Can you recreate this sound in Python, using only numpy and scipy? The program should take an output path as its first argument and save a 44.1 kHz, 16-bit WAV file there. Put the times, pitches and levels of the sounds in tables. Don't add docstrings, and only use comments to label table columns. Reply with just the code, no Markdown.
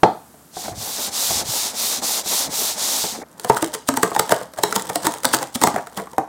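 import sys
import numpy as np
from scipy import signal
from scipy.fft import rfft, irfft, next_fast_len
from scipy.io import wavfile
from scipy.ndimage import uniform_filter1d, map_coordinates

SR = 44100
rng = np.random.default_rng(int(sys.argv[2]) if len(sys.argv) > 2 else 0)


def persist_wave(psi):
    counts = np.round(np.clip(psi, -1, 1) * 32767).astype(np.int16)
    wavfile.write(sys.argv[1], SR, np.atleast_2d(counts).T)


N = 277256
TIME = np.arange(N) / SR
LIFE = np.arange(SR // 7) / SR

# (frequency [Hz], level [dB])
ROOM_NOISE_COLOUR = [(20, -51), (48, -41), (68, -0.5), (90, -14), (140, -3.5), (260, -3.5), (450, -13),
                     (750, -10.5), (1500, -15.5), (2700, -30.5), (6000, -29), (9000, -33), (16000, -34)]
# (frequency [Hz], level [dB])
TOP_HISS_COLOUR = [(2500, -10), (5000, -8), (8500, -2), (12000, -4), (16000, -8)]
# (frequency [Hz], time [s])
ROOM_DECAY = [(100, 0.44), (300, 0.17), (800, 0.3), (2000, 0.36), (6000, 0.36), (14000, 0.16)]
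# (frequency [Hz], level [dB])
WALL_REFLECTION = [(100, -9.5), (300, 3.5), (800, 1), (1800, -4), (3000, -2.5), (8000, -3), (15000, -4.5)]

# (time [s], level [dB])
BLOWS = [(0.032, 1.5), (0.34, -43.5), (0.567, -25.5), (0.68, -23.5), (0.995, -30), (1.305, -20.5),
         (1.411, -25), (2.26, -26.5), (2.585, -29), (2.781, -41), (3.04, -19.5), (3.5, -14), (4.034, -20),
         (4.196, -21), (5.638, -10.5), (5.673, -18)]
# (frequency [Hz], level [dB], time to fall by 60 dB [s])
LID_TONES = [(125.6, -20, 0.13), (181, -9, 0.083), (225, -17.5, 0.15), (345, -6, 0.066), (428, -5, 0.065),
             (512, -14, 0.14), (666, -6.5, 0.056), (717.5, -4, 0.059), (888, -6.5, 0.048),
             (1033, -12, 0.042), (1550, -26, .014), (2030, -17, 0.0066)]
# (frequency [Hz], level [dB])
THUD_COLOUR = [(20, -30), (80, -26), (150, -4), (350, -9.5), (750, 6.5), (1050, -7.5), (1500, -6),
               (2100, -15), (2750, -27), (3600, -18), (6000, -27), (16000, -48)]

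# (start [s], length [s], hiss [dB], speeding up [s], slowing down [s],
# fine hiss against the hiss [dB], lid drumming [dB])
PALM_STROKES = [(0.512, 0.24, -32, 0.097, 0.11, -9.5, -37.5), (0.725, 0.316, -29, 0.11, 0.079, -4.5, -31),
                (0.944, .17, -24.5, 0.073, 0.059, -7, -37.5), (1.095, 0.35, -20, 0.082, 0.056, -6.5, -34.5),
                (1.419, 0.33, -22.5, 0.12, 0.11, -7, -37.5), (1.713, 0.31, -21.5, 0.11, 0.087, -5.5, -39),
                (2.008, 0.23, -21.5, 0.043, 0.064, -6, -39), (2.219, 0.28, -20, 0.1, 0.09, -6.5, -33.5),
                (2.477, 0.31, -21.5, 0.12, 0.12, -5, -37.5), (2.739, 0.49, -20.5, 0.095, 0.3, -8, -37)]
# (frequency [Hz], level [dB])
SKIN_COLOUR = [(820, -5.5), (1400, -10.5), (1630, -13), (2400, -10.5), (2610, -9.5), (3070, -7.5),
               (3650, -1.5), (4760, -1.5), (5660, -0.5), (7150, -1), (11300, -4), (14900, -3.5),
               (15900, -14)]
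# (frequency [Hz], level [dB])
DRUMMING_COLOUR = [(60, -48), (130, -27), (210, 0), (360, -5), (440, -2), (540, -1.5), (820, 1.5),
                   (1290, -10.5), (1700, -11), (2300, -11.5), (3700, -67)]
# (start [s], length [s], level [dB], resonance [Hz])
SKIN_CATCHES = [(0.653, .2, -39.5, 106), (1.286, 0.26, -40, 108), (1.959, 0.12, -36, 255),
                (2.013, 0.054, -31, 725), (2.462, .07, -35, 215), (2.58, 0.089, -35, 424),
                (3.112, 0.14, -37, 252)]

# (hardest moment [s], crackle [dB], gain before it [dB/s], loss after it [dB/s])
STRIP_TUGS = [(3.57, -33.5, 101, 102), (4.05, -38, 121, 70), (4.35, -38.5, 58, 120), (4.77, -33, 89, 74),
              (5.07, -34, 111, 88), (5.36, -32, 100, 149), (5.69, -38, 130, 111), (5.98, -44.5, 160, 96)]
# (start [s], length [s], crackle [dB], box [dB])
PEELING = [(3.729, 0.032, -29, -28.5), (4.304, 0.017, -22, -18), (4.568, 0.037, -36.5, -32),
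           (4.744, 0.031, -35, -28), (4.891, 0.012, -35, -27), (5.042, 0.027, -24.5, -20.5),
           (5.404, 0.034, -33, -26.5), (5.547, 0.018, -21.5, -30), (5.615, 0.017, -24, -18),
           (5.762, 0.04, -45, -24.5), (5.964, 0.048, -42, -29)]
# (time [s], crack [dB], wall [Hz], wall [dB], flap [Hz], flap [dB],
# torn edge [dB], fraying against the crack [dB])
PERFORATIONS = [(3.3967, -15.5, 423, -49, 895, -34, -35, -34), (3.446, -11, 496, -20, 720, -18.5, -32, -21),
                (3.4977, -8.5, 445, -6.5, 947, -3, -25, -12),
                (3.5688, -12, 487, -32, 1190, -21, -19.5, -12.5),
                (3.6247, -6, 319, -11.5, 615, -17.5, -36, -18.5),
                (3.6431, -11, 414, -23.5, 700, -34, -25, -27),
                (3.7487, -14, 437, -26.5, 895, -30, -24, -27),
                (3.8875, -0.5, 268, -11, 610, -12.5, -18, -20), (3.939, -16, 280, -23, 1040, -24, -30, -27),
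                (3.9716, -5, 253, -21.5, 885, -11, -14, -18), (4.0307, 2.5, 418, -10, 1065, -10, -10, -28),
                (4.116, -27, 432, -25, 1120, -19.5, -27, -21), (4.15, -16, 331, -48, 880, -17, -25, -8),
                (4.1629, -13, 510, -25, 840, -6.5, -15, -17), (4.1943, 3, 444, -18, 894, -12, -13.5, -23),
                (4.2929, -9.5, 284, -29, 730, -21, -20, -37), (4.3206, -3, 415, -14.5, 644, -6, -11.5, -18),
                (4.4123, -30, 530, -25, 610, -24, -47, -23), (4.5356, -24, 546, -50, 620, -39, -32, -34),
                (4.5862, -17.5, 495, -28, 638, -15.5, -25.5, -25),
                (4.6348, 3, 420, -16, 924, -11, -13, -25), (4.725, -8, 436, -27, 1330, -19, -14, -19),
                (4.7612, -0.5, 193, -24, 906, -12.5, -16, -17), (4.7955, -14, 191, -38, 900, -29, -27, -19),
                (4.898, -13.5, 465, -21, 845, -17, -20, -12),
                (4.9568, -3, 302, -20.5, 703, -15.5, -23.5, -20),
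                (5.032, -16, 413, -35, 670, -39, -29, -19),
                (5.0675, -0.5, 303, -14.5, 916, -14.5, -12, -31),
                (5.138, -13, 298, -37, 888, -28, -29, -27), (5.2335, -13, 524, -30, 540, -44, -33, -27),
                (5.2456, -5, 524, -17.5, 855, -14.5, -15, -28),
                (5.2517, 3.5, 255, -19.5, 930, -22, -13.5, -33),
                (5.3369, -9.5, 303, -15, 866, -10.5, -12, -5),
                (5.3457, -0.5, 320, -18.5, 1010, -27, -25, -13),
                (5.4278, -12.5, 480, -31, 794, -18, -24, -23),
                (5.5551, -9.5, 230, -17.5, 590, -33, -21.5, -12.5),
                (5.615, -7, 300, -21, 870, -20, -16.5, -20), (5.6361, 4.5, 233, -13.5, 934, -8, -9.5, -21),
                (5.672, -5.5, 282, -19, 827, -6.5, -11, -15), (5.7412, -24, 215, -24, 870, -21, -31, -21),
                (5.7609, -15, 466, -25.5, 710, -11.5, -21.5, -26),
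                (5.8706, -22.5, 455, -42, 700, -36, -31, -22),
                (5.9746, -14.5, 202, -26.5, 775, -24, -26, -13),
                (5.9982, -25, 450, -24.5, 690, -30, -30, -21),
                (6.0714, -40, 506, -44, 1120, -27.5, -43, -21), (6.132, -30, 503, -34, 910, -32, -46, -26),
                (6.181, -15, 315, -21, 780, -6, -24, -41)]
# (frequency [Hz], level [dB])
CRACK_COLOUR = [(1400, -15), (2400, -11), (3200, -1.5), (4200, -3), (6200, -2.5), (8500, 1.5), (10000, -3),
                (12300, -9), (15000, -5), (16000, -12)]
# (frequency [Hz], level [dB])
BOX_COLOUR = [(50, -31), (90, -10), (130, -5.5), (200, -1.5), (330, 0), (430, -0.5), (520, 4), (700, -3.5),
              (920, 4.5), (1100, -2), (1400, -7), (1900, -7.5), (2800, -25), (5000, -71)]
# (frequency [Hz], level [dB])
EDGE_COLOUR = [(700, -20), (1300, 7.5), (1900, 2), (2600, -15.5), (4000, -32)]
# (frequency [Hz], level [dB], time to fall by 60 dB [s])
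OPEN_BOX_TONES = [(129.4, -18, 0.13), (178, -17, 0.12), (429, -14.5, 0.1), (614, -20, 0.2),
                  (688, -10.5, 0.12), (913, -13, 0.074), (1226, -15, 0.071), (1365, -23, 0.036),
                  (1870, -22, 0.043)]

TOP_HZ = 16100
WHINE_DB = -68
HISS_RUB_DB, HISS_TEAR_DB = -53, -71
TURN_SPEED = 0.075
SWING_PEAK = 0.43
FINE_GROWS_DB = 7.5
DRUM_GROWS_DB = 2
PRESS_S = 0.8
LIGHT_TOUCH_DB = -7.5
SHUDDER_DB, SHUDDER_HZ = -59.5, 95
CATCH_Q = 2.6
RUMBLE_DB = 2
WALL_CYCLES, FLAP_CYCLES = 25.3, 25.5


def amp(db):
    return 10 ** (np.asarray(db) / 20)


def unit(x):
    return x / np.sqrt(np.mean(x ** 2) + 1e-20)


def along(points, hz):
    point_hz, value = np.transpose(points)
    return np.interp(np.log(hz + 1), np.log(point_hz + 1), value)


def curves(rows):
    s, *columns = np.transpose(rows)
    return [np.interp(TIME, s, column) for column in columns]


def filtered(x, response):
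    n = x.shape[-1]
    padded = next_fast_len(n + 1024)
    spectrum = rfft(x, padded) * response(np.fft.rfftfreq(padded, 1 / SR))
    return irfft(spectrum, padded)[..., :n]


def coloured(x, colour):
    lowest_hz = colour[0][0]
    return unit(filtered(x, lambda hz: amp(along(colour, hz)) * np.minimum(hz / lowest_hz, 1) ** 2))


def hiss(colour):
    return coloured(rng.standard_normal(len(LIFE)), colour)


def grains(per_s, spread_db):
    happens = rng.random(N) < per_s / SR
    size = rng.standard_normal(N)
    return happens * size * amp(spread_db * np.clip(rng.standard_normal(N), -2, 2))


def wobble(rate):
    points = rng.standard_normal(int(N * rate / SR) + 4)
    return map_coordinates(points, [TIME * rate])


def crackle(colour, spread_db):
    uneven = map_coordinates(rng.standard_normal(len(LIFE)), [LIFE * 900])
    sizes = amp(spread_db * np.clip(uneven, -2, 2))
    return coloured(sizes * rng.standard_normal(len(LIFE)), colour)


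def fade(t60, rise):
    shape = (1 - np.exp(-(LIFE / rise) ** 2)) * np.exp(-np.log(1000) * LIFE / t60)
    return shape / shape.max()


def ring(hz, t60, rise):
    return np.sin(2 * np.pi * hz * LIFE) * fade(t60, rise)


def swell(start, length, rise, fall):
    ramp = np.minimum((TIME - start) / rise, (start + length - TIME) / fall)
    return np.sin(np.pi / 2 * np.clip(ramp, 0, 1)) ** 1.5


def add(track, s, sound):
    start = max(round(s * SR), 0)
    track[start:start + len(sound)] += sound[:N - start]


def room(wet_db, gap=0.0044):
    hz, t, noise = signal.stft(rng.standard_normal(SR // 3), SR, nperseg=256)
    decay = np.exp(-np.log(1000) * t / along(ROOM_DECAY, hz)[:, None])
    tail = signal.istft(noise * decay, SR, nperseg=256)[1]
    tail *= 1 - np.exp(-(np.arange(len(tail)) / SR / gap) ** 2)
    tail = tail / np.linalg.norm(tail)
    tail = amp(wet_db) * filtered(tail, lambda f: amp(along(WALL_REFLECTION, f)))
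    tail[0] += 1
    return tail


def rub_span():
    return PALM_STROKES[0][0], PALM_STROKES[-1][0] + PALM_STROKES[-1][1]


def background():
    quiet = amp(-50.5) * coloured(rng.standard_normal(N), ROOM_NOISE_COLOUR)
    top_db = np.where(TIME < rub_span()[1], HISS_RUB_DB, HISS_TEAR_DB)
    top_hiss = amp(top_db) * coloured(rng.standard_normal(N), TOP_HISS_COLOUR)
    whine = unit(filtered(rng.standard_normal(N), lambda hz: np.exp(-((hz - 11370) / 220) ** 2)))
    return quiet + top_hiss + amp(WHINE_DB) * whine


def knocks():
    out = np.zeros(N)
    tones = sum(amp(db) * ring(hz, t60, rise=0.0011) for hz, db, t60 in LID_TONES)
    for s, db in BLOWS:
        thud = amp(-3.5) * hiss(THUD_COLOUR) * fade(t60=0.036, rise=0.00077)
        add(out, s, amp(db) * signal.fftconvolve(tones + thud, room(wet_db=-8)))
    return out


def shuddering(hz):
    def resonance(f):
        return (f < 3 * hz) / (1 + 1j * CATCH_Q * (f / hz - hz / (f + 1)))
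    return unit(filtered(grains(per_s=360, spread_db=-2.5), resonance))


def rubbing():
    lands, leaves = rub_span()
    touching = uniform_filter1d(1.0 * ((TIME >= lands) & (TIME < leaves)), size=256)
    speeds, swings, middles = [], [], []
    for start, length, hiss_level, rise, fall, fine_level, drum_level in PALM_STROKES:
        speeds.append(swell(start, length, rise, fall))
        swings.append(swell(start, length, rise=SWING_PEAK * length, fall=(1 - SWING_PEAK) * length))
        middles.append((start + length / 2, hiss_level, fine_level, drum_level))
    speed = np.maximum(np.max(speeds, axis=0), TURN_SPEED)
    swing = np.max(swings, axis=0)
    hiss_db, fine_db, drum_db = curves(middles)

    slips = coloured(grains(per_s=20000, spread_db=0.5), SKIN_COLOUR) * amp(0.12 * wobble(110))
    fine = filtered(slips, lambda hz: 1 / (1 + (9500 / (hz + 1)) ** 10))
    coarse = amp(-1.5) * unit(slips - fine)
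    fine = amp(fine_db + FINE_GROWS_DB * (swing - 1)) * unit(fine)
    rasp = speed * amp(hiss_db) * (coarse + fine)

    weight_db = LIGHT_TOUCH_DB * np.clip(1 - (TIME - lands) / PRESS_S, 0, 1)
    drum_db = drum_db + weight_db + DRUM_GROWS_DB * (speed - 1) + 3.7 * wobble(30.07)
    drumming = amp(drum_db) * coloured(grains(per_s=2500, spread_db=-1), DRUMMING_COLOUR)
    lid = drumming + amp(SHUDDER_DB) * shuddering(SHUDDER_HZ)
    resting = swell(lands, leaves - lands + 0.016, rise=0.16, fall=0.021)

    catching = np.zeros(N)
    for start, length, db, hz in SKIN_CATCHES:
        catching += amp(db) * swell(start, length, rise=0.02, fall=0.04) * shuddering(hz)
    return rasp * touching + catching + lid * resting


def fibres():
    tugs = [db - np.maximum(build * (s - TIME), relax * (TIME - s)) for s, db, build, relax in STRIP_TUGS]
    crackle_db = np.max(tugs, axis=0)
    clumps = amp(5.0 * np.clip(wobble(220), -2, 2))
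    fine = amp(crackle_db - 4.5) * coloured(clumps * grains(per_s=9800, spread_db=7), CRACK_COLOUR)
    breaks = np.abs(grains(per_s=150, spread_db=1))
    bursts = signal.fftconvolve(breaks, fade(t60=0.0046, rise=0.00023))[:N]
    ticks = amp(crackle_db - 0.5) * coloured(bursts * rng.standard_normal(N), CRACK_COLOUR)
    jolts = np.sqrt(clumps) * grains(per_s=2400, spread_db=-3)
    shaking = amp(crackle_db + RUMBLE_DB) * coloured(jolts, BOX_COLOUR)
    return signal.fftconvolve(fine + ticks + shaking, room(wet_db=-11.0))[:N]


def crunches():
    out = np.zeros(N)
    for s, length, crackle_db, box_db in PEELING:
        rise_and_fall = np.sin(np.pi * np.clip(LIFE / length, 0, 1))
        box = amp(box_db) * (hiss(BOX_COLOUR) + amp(-12.5) * crackle(EDGE_COLOUR, spread_db=-3.5))
        splitting = amp(crackle_db) * crackle(CRACK_COLOUR, spread_db=7)
        add(out, s, signal.fftconvolve(rise_and_fall * (splitting + box), room(wet_db=-8.5)))
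    return out


def snaps(count=16):
    out = np.zeros(N)
    places = [room(wet_db=-8) for _ in range(count)]
    cavity = sum(amp(db) * ring(hz, t60, rise=0.0018) for hz, db, t60 in OPEN_BOX_TONES)
    for i, row in enumerate(PERFORATIONS):
        s, crack_db, wall_hz, wall_db, flap_hz, flap_db, edge_db, fray_db = row
        crack = amp(crack_db - 9.5) * hiss(CRACK_COLOUR) * fade(t60=0.011, rise=0.001)
        edge = amp(edge_db) * hiss(EDGE_COLOUR) * fade(t60=0.023, rise=0.00037)
        wall = amp(wall_db) * ring(wall_hz, t60=WALL_CYCLES / wall_hz, rise=0.0019)
        flap = amp(flap_db) * ring(flap_hz, t60=FLAP_CYCLES / flap_hz, rise=0.0015)
        broad = amp(-5.0) * hiss(BOX_COLOUR) * fade(t60=0.057, rise=0.0015)
        box = amp((wall_db + flap_db) / 2) * (cavity + broad)
        add(out, s, signal.fftconvolve(crack + edge + wall + flap + box, places[i % count]))
        fraying = amp(crack_db + fray_db) * crackle(CRACK_COLOUR, spread_db=6.0)
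        fraying *= fade(t60=0.047, rise=0.00016)
        add(out, s + 0.001028 - LIFE[-1], fraying[::-1])
    return out


def scene():
    sound = background() + knocks() + rubbing() + fibres() + crunches() + snaps()
    return np.array([sound, sound])


def record(dry):
    return filtered(np.clip(dry, -1, 1), lambda hz: hz < TOP_HZ)


dry = scene()
out = record(dry)
persist_wave(out)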